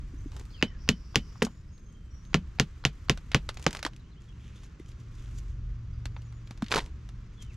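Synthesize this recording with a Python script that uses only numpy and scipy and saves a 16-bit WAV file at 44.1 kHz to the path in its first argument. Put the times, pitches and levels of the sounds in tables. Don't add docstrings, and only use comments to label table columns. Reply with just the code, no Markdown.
import sys
import numpy as np
from scipy import signal
from scipy.fft import rfft, irfft
from scipy.io import wavfile
from scipy.ndimage import uniform_filter1d

SR = 44100
rng = np.random.default_rng(int(sys.argv[2]) if len(sys.argv) > 2 else 0)


def transcribe(u):
    v = np.clip(np.atleast_2d(u).T, -1, 1)
    q = np.round(v * 32767).astype(np.int16)
    wavfile.write(sys.argv[1], SR, q)


N = 333396


def gain_of(db):
    return 10 ** (np.asarray(db) / 20)


def evened(x):
    return x / np.sqrt(np.mean(x ** 2) + 1e-20)


def read(points, hz):
    f, value = np.transpose(points)
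    return np.interp(np.log(hz + 1), np.log(f + 1), value)


def add(mix, start_s, sound):
    part = mix[:, round(start_s * SR):][:, :sound.shape[-1]]
    part += sound[..., :part.shape[1]]


def coloured(x, points):
    gain = gain_of(read(points, np.fft.rfftfreq(x.shape[-1], 1 / SR)))
    return irfft(rfft(x) * evened(gain), x.shape[-1])


def heard(mono, wide, pan_db):
    # (pitch_hz [Hz], left_over_right_db [dB])
    near_balance = [(100, -1.7), (400, -3.1), (3000, -3.3), (5000, -1.7), (9000, 0), (14000, -0.5)]
    tilt_db = read(near_balance, np.fft.rfftfreq(len(mono), 1 / SR)) + pan_db
    side = gain_of(tilt_db / 2)
    return irfft(rfft(mono + wide) * np.array([side, 1 / side]), len(mono))


def field(points, rows, split_hz, patchy_db, flicker, size):
    # (pitch_hz [Hz], likeness [1 = the same])
    likeness = [(40, .997), (130, .995), (290, .86), (640, .62), (1410, .7), (3100, .6), (6820, .74),
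                (15000, .45)]
    hop = size // 4
    frames, hz = N // hop + 5, np.fft.rfftfreq(size, 1 / SR)
    a, b, c, d, patches = rng.standard_normal((frames, len(hz), 5)).T
    patches = uniform_filter1d(patches, size=12, axis=0)
    patches = evened(uniform_filter1d(patches, size=10, axis=1))
    gusts = evened(uniform_filter1d(rng.standard_normal(frames), size=3))
    same = np.clip(read(likeness, hz), -1, 1)[:, None]
    left = a + 1j * b
    right = same * left + np.sqrt(1 - same ** 2) * (c + 1j * d)
    level_db = read(points, hz)[:, None] + patchy_db * patches + read(flicker, hz)[:, None] * gusts
    z = np.array([left, right]) * gain_of(level_db)
    upper = 1 / (1 + (split_hz / (hz[:, None] + 1)) ** 8)
    low, high = [evened(signal.istft(z * share, nperseg=size, noverlap=size - hop)[1][:, :N])
                 for share in (1 - upper, upper)]
    s, low_db, high_db = np.transpose(rows)
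    t = np.arange(N) / SR
    return low * gain_of(np.interp(t, s, low_db)) + high * gain_of(np.interp(t, s, high_db))


def leaves():
    # (time_s [s], low_db [dB], treble_db [dB])
    hiss = [(0.0, -61, -81), (.5, -60.5, -77), (0.649, -60, -100), (1.051, -62, -82), (1.45, -59.5, -80.5),
            (1.6, -65, -87), (2.039, -65.5, -86.5), (2.351, -61, -83.5), (3.401, -61, -78.5),
            (3.72, -57, -85), (3.98, -63.5, -89), (4.25, -64, -94), (4.55, -61.5, -85), (4.9, -62.5, -91),
            (5.35, -59.5, -73), (5.55, -63, -96.5), (6.75, -61, -83.5), (7.56, -63, -94)]
    # (pitch_hz [Hz], level_db [dB])
    hiss_colour = [(150, -28), (250, 0.5), (325, -6.5), (640, -18), (845, -18.5), (1100, -10.5),
                   (2910, -19), (4120, -23), (6590, -24), (10400, -47.5), (11900, -39.5), (13200, -63.5),
                   (16000, -64)]
    flicker = [(1000, 0.62), (6000, 0.74), (12000, 3.3)]
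    return field(hiss_colour, hiss, 8000, patchy_db=-0.5, flicker=flicker, size=512)


def traffic():
    # (time_s [s], low_db [dB], upper_db [dB])
    rumble = [(0.0, -38.5, -52), (.4, -40, -56.5), (1.0, -41.5, -56.5), (1.74, -46.5, -55.5),
              (2.5, -41, -57.5), (3.0, -43, -63.5), (3.4, -40, -57.5), (4.04, -49.5, -56),
              (4.8, -46.5, -56), (5.4, -41, -53.5), (6.1, -41, -56), (6.4, -51, -61.5), (6.8, -41, -56.5),
              (7.1, -50, -54.5), (7.56, -39, -55.5)]
    # (pitch_hz [Hz], level_db [dB])
    rumble_colour = [(7.1, -46.5), (12, -12.5), (38, 1), (59, 1.5), (91, -7), (119, -7.5), (240, -22.5),
                     (265, -29.5), (309, -27), (700, -48.5), (910, -75.5), (1540, -120)]
    return field(rumble_colour, rumble, 130, patchy_db=1.17, flicker=[(50, .6), (400, .6)], size=4096)


def tone(rows, waver):
    s, hz, db = np.transpose(rows)
    t = np.arange(s[0], s[-1], 1 / SR)
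    drift = uniform_filter1d(rng.standard_normal(len(t)), size=len(t) // 25 + 120)
    wobble = 1 + waver * evened(drift)
    turns = np.cumsum(np.interp(t, s, hz)) / SR + rng.random()
    level = np.sqrt(2) * gain_of(np.interp(t, s, db)) * signal.windows.tukey(len(t), .12)
    return s[0], level * wobble * np.sin(2 * np.pi * turns)


def engine(mix):
    # (time_s [s], near_db [dB, lower is fainter])
    nearness = [(4.1, -19.5), (4.43, -12), (4.7, -16.5), (5.22, -8), (6.08, -1), (6.5, -9.5), (6.8, -12),
                (7.25, -8), (7.4, -18.5)]
    multiples = [2, 3, 4, 5, 7]
    # (level_db [dB], share of the swell followed [0-1], waver [fraction of height])
    multiple_sound = [(-43, 0.57, 0.47), (-44.5, 0.72, 0.056), (-54, 0.55, 0.22), (-39, 0.96, 0.059),
                      (-60.5, 0.78, 0.33)]
    base_hz = 23.2
    for multiple, (level_db, share, waver) in zip(multiples, multiple_sound):
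        rows = [(s, multiple * base_hz, level_db + share * near_db) for s, near_db in nearness]
        add(mix, *tone(rows, waver))


def trill(length_s, hz, width_hz, db):
    t = np.arange(0, length_s, 1 / SR)
    band = [(hz - width_hz, -30), (hz - width_hz / 2, -4), (hz, 0), (hz + width_hz / 2, -3), (hz + width_hz, -30)]
    flutter = gain_of(2 * evened(uniform_filter1d(rng.standard_normal(len(t)), size=300)))
    buzz = coloured(rng.standard_normal((2, len(t))), band) * evened(flutter)
    both = buzz + .5 * buzz[::-1]
    return gain_of(db) * both * signal.windows.tukey(len(t), .1)


def trills(mix):
    # (start_s [s], end_s [s], pitch_hz [Hz], width_hz [Hz], level_db [dB])
    trill_rows = [(0.5, 0.633, 4640, 984, -64), (0.768, 1.444, 5270, 1300, -67.5),
                  (1.306, 1.631, 6930, 500, -75.5), (1.457, 1.761, 5250, 900, -79.5)]
    for start_s, end_s, *row in trill_rows:
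        add(mix, start_s, trill(end_s - start_s, *row))


def note(start_s, length_s, first_hz, middle_hz, last_hz, db):
    u = np.linspace(0, 1, 5 + round(length_s * 90))
    hz = np.polyval(np.polyfit([0, .5, 1], [first_hz, middle_hz, last_hz], 2), u)
    hz *= 1 + .007 * rng.standard_normal(len(u))
    shape_db = np.interp(u, [0, 0.2, 1], [-2, 0, -8.5])
    return np.c_[start_s + u * length_s, hz, db + shape_db]


def warble(count):
    start_s, step_s = 6.112, .108
    low_hz, top_hz, climb_hz = 5850, 6570, 165
    db, gap_db = -77, -30.5
    u = np.linspace(0, count - .5, 80)
    swing = (1 + np.tanh(2.5 * np.cos(2 * np.pi * (u - .3))) / np.tanh(2.5)) / 2
    hz = low_hz + (top_hz + climb_hz * u - low_hz) * swing
    rising = np.maximum(np.cos(2 * np.pi * (u + .05)), 0) ** 2
    return np.c_[start_s + u * step_s, hz, db + gap_db * rising]


def woods(birds):
    echo_db, echo_t60_s = 0, .15
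    t = np.arange(SR // 5) / SR
    echoes = rng.standard_normal((2, len(t))) * gain_of(-60 * t / echo_t60_s)
    echoes *= gain_of(echo_db) / np.linalg.norm(echoes[0])
    return birds + signal.oaconvolve(birds, echoes, axes=1)[:, :N]


def birdsong():
    # (start_s [s], length_s [s], first_hz [Hz], middle_hz [Hz], last_hz [Hz], loudest level_db [dB])
    notes = [(.17, 0.12, 5990, 6440, 6260, -70.5), (.52, .07, 6400, 6200, 6230, -78),
             (.585, 0.043, 7400, 6800, 6100, -74), (.668, 0.022, 4680, 5250, 5750, -63),
             (.81, 0.035, 5150, 6130, 6500, -68.5), (1.71, .25, 6540, 6430, 6500, -68.5),
             (1.88, .29, 3170, 3130, 3075, -73.5), (2.02, 0.094, 7650, 7625, 7600, -85.5),
             (2.1, 0.14, 5700, 5710, 5800, -69.5), (2.229, 0.13, 6040, 6600, 6630, -73.5),
             (3.995, 0.013, 4260, 3850, 3450, -68.5), (4.04, 0.047, 2840, 3100, 3300, -72.5),
             (4.115, .025, 4300, 3750, 3280, -71), (4.155, 0.05, 2720, 3200, 3360, -69),
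             (4.28, 0.032, 3320, 3300, 2900, -66.5), (4.324, 0.022, 2840, 2800, 2830, -70.5),
             (4.4, 0.017, 3300, 3040, 2800, -75), (4.558, 0.014, 3610, 3550, 3500, -62.5),
             (5.18, 0.047, 3520, 3550, 3520, -71), (5.93, 0.032, 5000, 4800, 4700, -74.5),
             (6.22, .26, 3285, 3370, 3379, -84)]
    # (time_s [s], pitch_hz [Hz], level_db [dB])
    falls = [
        [(.525, 3790, -62), (.545, 3220, -59), (.57, 2850, -63), (.61, 2510, -65), (.67, 2110, -62),
         (.72, 1845, -64), (.78, 1570, -70)],
        [(7.364, 3500, -64.5), (7.39, 3390, -65), (7.42, 3105, -64), (7.47, 3070, -72), (7.505, 2670, -66),
         (7.525, 2050, -71), (7.555, 1800, -71)],
    ]
    birds = np.zeros((2, N))
    for rows in [note(*row) for row in notes] + falls + [warble(count=4)]:
        add(birds, *tone(rows, waver=0.41))
    return woods(birds)


def stroke(peak_s, db, swell_s, fade_s):
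    drop_db = 25
    return [(peak_s - swell_s, db - drop_db), (peak_s, db), (peak_s + fade_s, db - drop_db)]


def grainy(rows, colour, per_s, spread_db, steady):
    s, db = np.transpose(rows)
    t = np.arange(s[0], s[-1], 1 / SR)
    sizes = gain_of(spread_db * np.minimum(rng.exponential(1, len(t)), 3))
    clicks = sizes * (rng.random(len(t)) < per_s / SR)
    tails = signal.lfilter([1], [1, -np.exp(-1 / (0.00056 * SR))], clicks)
    grains = (evened(tails) + steady) * rng.standard_normal((3, len(t)))
    grains = evened(coloured(grains, colour))
    level = gain_of(np.interp(t, s, db)) * signal.windows.tukey(len(t), .15)
    return s[0], level * heard(grains[0], gain_of(-16.0) * grains[1:], pan_db=1.7)


def hand_rustle(mix):
    # (peak_s [s], level_db [dB], swell_s [s], fade_s [s], treble_db [dB: dull rub below zero, crisp above])
    rustle = [(4.21, -69, 0.029, 0.46, -0.5), (4.455, -60, .14, .3, -7.5), (4.565, -65.5, .025, .12, 4),
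              (4.646, -60, .09, .06, -1), (4.798, -63, .018, .045, 5.5), (4.89, -62, 0.087, 0.091, 2),
              (5.003, -61, .025, 0.029, 3), (5.155, -65, 0.027, 0.038, 8), (5.22, -63.5, .25, .35, -1),
              (5.389, -57.5, 0.095, .03, 7), (5.498, -66.5, .15, 0.12, 2), (7.34, -71, 0.028, .04, 8),
              (7.422, -52, .025, 0.055, 0), (7.55, -64, 0.11, .02, 1.0)]
    # (pitch_hz [Hz], level_db [dB])
    rustle_colour = [(700, -13), (1500, -3.5), (3300, 2), (4500, -5), (6500, 1.5), (8500, -11.5),
                     (12000, -15.5), (14000, -35)]
    for *row, treble_db in rustle:
        colour = [(hz, db + treble_db * (hz > 4000)) for hz, db in rustle_colour]
        add(mix, *grainy(stroke(*row), colour, per_s=360, spread_db=6.5, steady=1.0))


def tears_and_clatter(mix):
    # (peak_s [s], level_db [dB], swell_s [s], fade_s [s])
    runs = [(.345, -57, .05, 0.11), (.415, -54, .15, 0.039), (3.6, -55, 0.074, .08),
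            (3.735, -48, 0.057, 0.072), (3.798, -53, 0.054, 0.019), (6.72, -33.5, .022, 0.069),
            (6.784, -26.5, 0.089, 0.028), (6.81, -45, 0.022, 0.093)]
    # (pitch_hz [Hz], level_db [dB])
    run_colour = [(71, -43), (120, -8), (436, -0.5), (630, -12), (968, -2.5), (1160, -11.5), (2380, -16),
                  (7050, -20), (11500, -34.5), (16000, -50)]
    for row in runs:
        add(mix, *grainy(stroke(*row), run_colour, per_s=900, spread_db=3, steady=.45))


def bump(db, hz, t60_s):
    t = np.arange(SR // 6) / SR
    return gain_of(db - 60 * t / t60_s) * (1 - np.exp(-t / 0.0031)) ** 2 * np.sin(2 * np.pi * hz * t)


def bumps_on_stump(mix):
    # (start_s [s], level_db [dB], pitch_hz [Hz], t60_s [s to fade by 60 dB])
    bumps = [(.136, -27, 283, 0.035), (.258, -20, 285, 0.033), (3.851, -18.5, 297, 0.039),
             (4.793, -51.5, 2050, 0.057), (4.793, -57, 3620, 0.059), (4.799, -17, 324, 0.017),
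             (6.054, -32, 261.6, 0.04), (6.509, -11.5, 186, 0.011), (6.625, -6.5, 218, 0.032),
             (6.77, -24, 167, 0.044)]
    for start_s, *row in bumps:
        add(mix, start_s, bump(*row))


def snap(db, low_db, treble_db):
    t = np.arange(SR // 8) / SR
    colour = [(150, low_db - 22), (500, low_db + 3), (1200, low_db + 4), (2000, -1.6), (4500, -4.0),
              (6500, treble_db - 3), (8000, treble_db - 9), (12500, treble_db - 19), (16000, treble_db - 36)]
    tick = gain_of(-60 * t / 0.0074)
    tail = gain_of(-14.0 - 60 * t / 0.062)
    shape = (tick + tail) * (1 - np.exp(-t / 0.00034)) ** 2
    noise = coloured(rng.standard_normal((3, len(t))), colour) * shape
    power = np.mean(gain_of(2 * read(colour, np.linspace(0, SR / 2, 200))))
    return gain_of(db) * np.sqrt(power) * heard(noise[0], gain_of(-11.0) * noise[1:], pan_db=2.5)


def splinters(mix):
    # (start_s [s], level_db [dB], low_db [dB], treble_db [dB])
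    snaps = [(.3184, -35.5, -2, -3), (.365, -29.5, -4, -2), (.396, -31, -13, 0), (.4528, -39.5, -5, 0.5),
             (.506, -45, 8.5, -14), (1.3564, -49.5, 16.5, -8), (1.4246, -11, 3, 1.5), (1.4491, -17, -8, 3),
             (1.4664, -28, 14, -18), (1.779, -46, -14, -2), (1.925, -52.5, -7, 8), (2.2507, -41, -21, -6),
             (3.1745, -23.5, -4, -7.5), (3.3169, -17, -8, -12), (3.49, -11, -3, -8.5),
             (3.5432, -40, -18, 7.5), (3.5713, -24, -8, -7), (3.5956, -35.5, -7, 3), (3.617, -44, -19, 4),
             (3.6257, -26.5, -17, 0.5), (3.6411, -29.5, -4, 1), (3.7079, -23, -7, -2),
             (3.7292, -20.5, -11, -1), (3.7493, -19, 0.5, -2.5), (3.763, -28, -9, -4),
             (3.7694, -22.5, -7, -5), (3.791, -23, -5, -7), (3.828, -15, -4.5, -3.5),
             (3.8499, -7.5, -7, -10), (3.8639, -13.5, 1.5, -7), (3.8704, -40, 15, -11),
             (3.9335, -36, -9, -12), (3.963, -35, -26.5, -3), (4.6337, -38, -6.5, -7),
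             (4.8896, -50, 2.5, 9), (4.9168, -36, -26, -10), (5.3853, -42.5, -16, 10.5),
             (6.0554, -19, -5.5, -6), (6.1647, -29.5, 4.5, -33.5), (6.2193, -38.5, -13, -4),
             (6.325, -42.5, 0.5, -4), (6.4734, -33, -11, -9), (6.5086, -27, -0.5, -4.5),
             (6.575, -34.5, -6, -6), (6.6223, -20.5, -0.5, -7), (6.6427, -27.5, -21, -9),
             (6.6626, -25, -20, -14), (6.683, -24.5, -17, -11), (6.7076, -24, -2, -8),
             (6.7164, -3.5, -17, -15), (6.7229, -9, 2, -5.5), (6.7398, -7.5, -0.5, -21),
             (6.7457, -12, -2, -3), (6.7592, -7.5, -3, -9), (6.7668, -10.5, 5.5, -33),
             (6.7794, -9, -3, -33), (6.7911, -11.5, -23, -32), (6.8036, -21.5, -7, -18),
             (6.8423, -44, -18, -15), (6.8608, -32, -8.5, -7), (7.0899, -33, -2, -5.5),
             (7.424, -37.5, -9, 9.5)]
    for start_s, *row in snaps:
        add(mix, start_s, snap(*row))


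def blow(lead_s, crack_db, firmness, body, knock, treble, thud_pitch, stump_pitch, stump_length):
    band_hz = [60, 130, 230, 470, 1050, 2800, 5600]
    # (pitch_hz [Hz], level_db [dB], t60_s [s to fade by 60 dB], rise_s [s], sign [+1 or -1])
    modes = [(46, -1.5, 0.32, 0.01149, 1), (77.6, 15.5, 0.068, 0.003, 1), (135.5, 10.5, 0.12, .0015, 1),
             (155.7, -7.5, 0.28, 0.00068, 1), (195, 2.5, .15, 0.0016, 1), (235, 1.5, 0.13, 0.0021, 1),
             (267, -7.5, 0.13, 0.00063, 1), (436.6, 2.5, .08, 0.00025, 1), (502, 3.5, 0.053, 0.00027, 1),
             (769, 6, 0.038, 0.00063, 1), (1142, 8, 0.022, 0.00077, 1), (1442, -6.5, 0.036, 0.0003, 1),
             (1840, 6, 0.0061, 0.00014, 1), (2340, -12.5, 0.0028, 0.0001, -1),
             (2850, 5.5, 0.0043, 0.00041, -1), (3160, -16, 0.011, 0.0005, -1),
             (5080, 12, 0.0027, 0.00017, -1), (6410, 2.5, 0.0048, 0.00033, 1),
             (7220, -7, 0.0091, 0.00013, -1), (9630, -25.5, 0.017, 0.00018, 1),
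             (12200, -26.5, 0.009, 0.000095, 1)]
    # (pitch_hz [Hz], level_db [dB])
    scatter_colour = [(180, -38), (300, -2), (749, -15.5), (2280, -24.5), (2980, -25.5), (3830, -25.5),
                      (6740, -29), (8790, -43.5), (12700, -49), (16000, -98.5)]
    # (pitch_hz [Hz], t60_s [s to fade by 60 dB])
    scatter_t60 = [(300, 0.096), (1000, 0.094), (3000, 0.086), (7000, 0.079), (15000, 0.095)]
    wedge_hz, wedge_t60_s = 3030, .16
    stump_late_s = .0015
    ground_db, touch_db = -31.5, -29.5
    t = np.arange(SR // 3) / SR

    def by_firmness(thin, dull):
        return thin + (dull - thin) * firmness

    thud = by_firmness(-33, -18.5)
    clack = by_firmness(-6, 8)
    wedge_db = by_firmness(-33.5, -62.5)
    crack_length = by_firmness(1, 0.56)
    weights = list(zip(band_hz, [ground_db, thud, body, knock, knock + clack, 0, treble]))

    grip = 1 + .8 * evened(uniform_filter1d(rng.standard_normal(len(t)), size=200))
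    ring = gain_of(wedge_db - 60 * t / wedge_t60_s) * grip * np.sin(2 * np.pi * wedge_hz * t)
    for hz, db, t60_s, rise_s, sign in modes:
        if hz > 1500:
            tune, last = 1, crack_length
        else:
            tune, last = thud_pitch if hz < 170 else stump_pitch, stump_length
        since = np.maximum(t - stump_late_s * (hz < 600), 0)
        turns = hz * tune * (1 + .012 * rng.standard_normal()) * since
        shape = (1 - np.exp(-since / rise_s)) ** 2 * gain_of(-60 * since / (t60_s * last))
        ring += sign * gain_of(db + read(weights, hz)) * shape * np.sin(2 * np.pi * turns)

    noise = coloured(rng.standard_normal((3, len(t))), scatter_colour)
    hz, frame_s, z = signal.stft(noise, SR, nperseg=128)
    z *= gain_of(-60 * frame_s / read(scatter_t60, hz)[:, None] + 0.5 * read(weights, hz)[:, None])
    scatter = signal.istft(z, SR, nperseg=128)[1][:, :len(t)] * (1 - np.exp(-t / 0.00047)) ** 2
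    main = heard(ring + gain_of(-15.5) * scatter[0], gain_of(-23.0) * scatter[1:], pan_db=2.34)
    out = np.pad(main, ((0, 0), (round(lead_s * SR), 0)))
    add(out, 0, snap(touch_db, 0, -21))
    return gain_of(crack_db) * out


def hatchet_and_drop(mix):
    # (start_s [s], crack_db [dB], firmness [0 thin - 1 dull], body_db, knock_db and treble_db [dB
    impacts = [(0.6258, -0.5, 0.042, -17, -25, -21, 1.2, 1.021, .62),
               (0.8897, 1.5, .25, -18.5, -31, -11.5, 1.12, .98, .84),
               (1.1573, 1.5, 0.25, -24, -31, -12.5, 0.96, 1.02, 0.82),
               (1.4208, -8, 0.012, -9, -13.5, -25, 0.73, 0.98, 0.98),
               (2.3433, 0.0, 0.66, -24, -28, -16, 1.16, 0.96, 0.95),
               (2.5982, .5, 0.66, -20.5, -29, -10, 1.01, 0.96, 0.75),
               (2.8512, 1.5, .5, -34, -31.5, -14, 1.01, .97, 0.82),
               (3.0965, 1, 0.62, -21.5, -27.5, -12.5, 0.99, 0.97, 0.7),
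               (3.3462, 2, 0.81, -21.5, -28, -14.5, 1, 1.024, 0.59),
               (3.6653, -4.5, 0.93, -17, -16.5, -6.5, 1.18, 1.09, 0.48)]
    lead_s = 0.012
    for start_s, *row in impacts:
        add(mix, start_s - lead_s, blow(lead_s, *row))


def scene():
    mix = leaves() + traffic()
    engine(mix)
    trills(mix)
    mix += birdsong()
    hand_rustle(mix)
    tears_and_clatter(mix)
    bumps_on_stump(mix)
    splinters(mix)
    hatchet_and_drop(mix)
    return mix


def record(dry):
    edge_hz, lag = 16200, .8
    rounded = dry / (1 + (dry / .95) ** 6) ** (1 / 6)
    taps = np.arange(-127, 128) - np.array([[lag / 2], [-lag / 2]])
    edge = 2 * edge_hz / SR * np.sinc(2 * edge_hz / SR * taps) * np.kaiser(255, 9)
    return signal.oaconvolve(rounded, edge, "same", axes=1)


dry = scene()
out = record(dry)
transcribe(out)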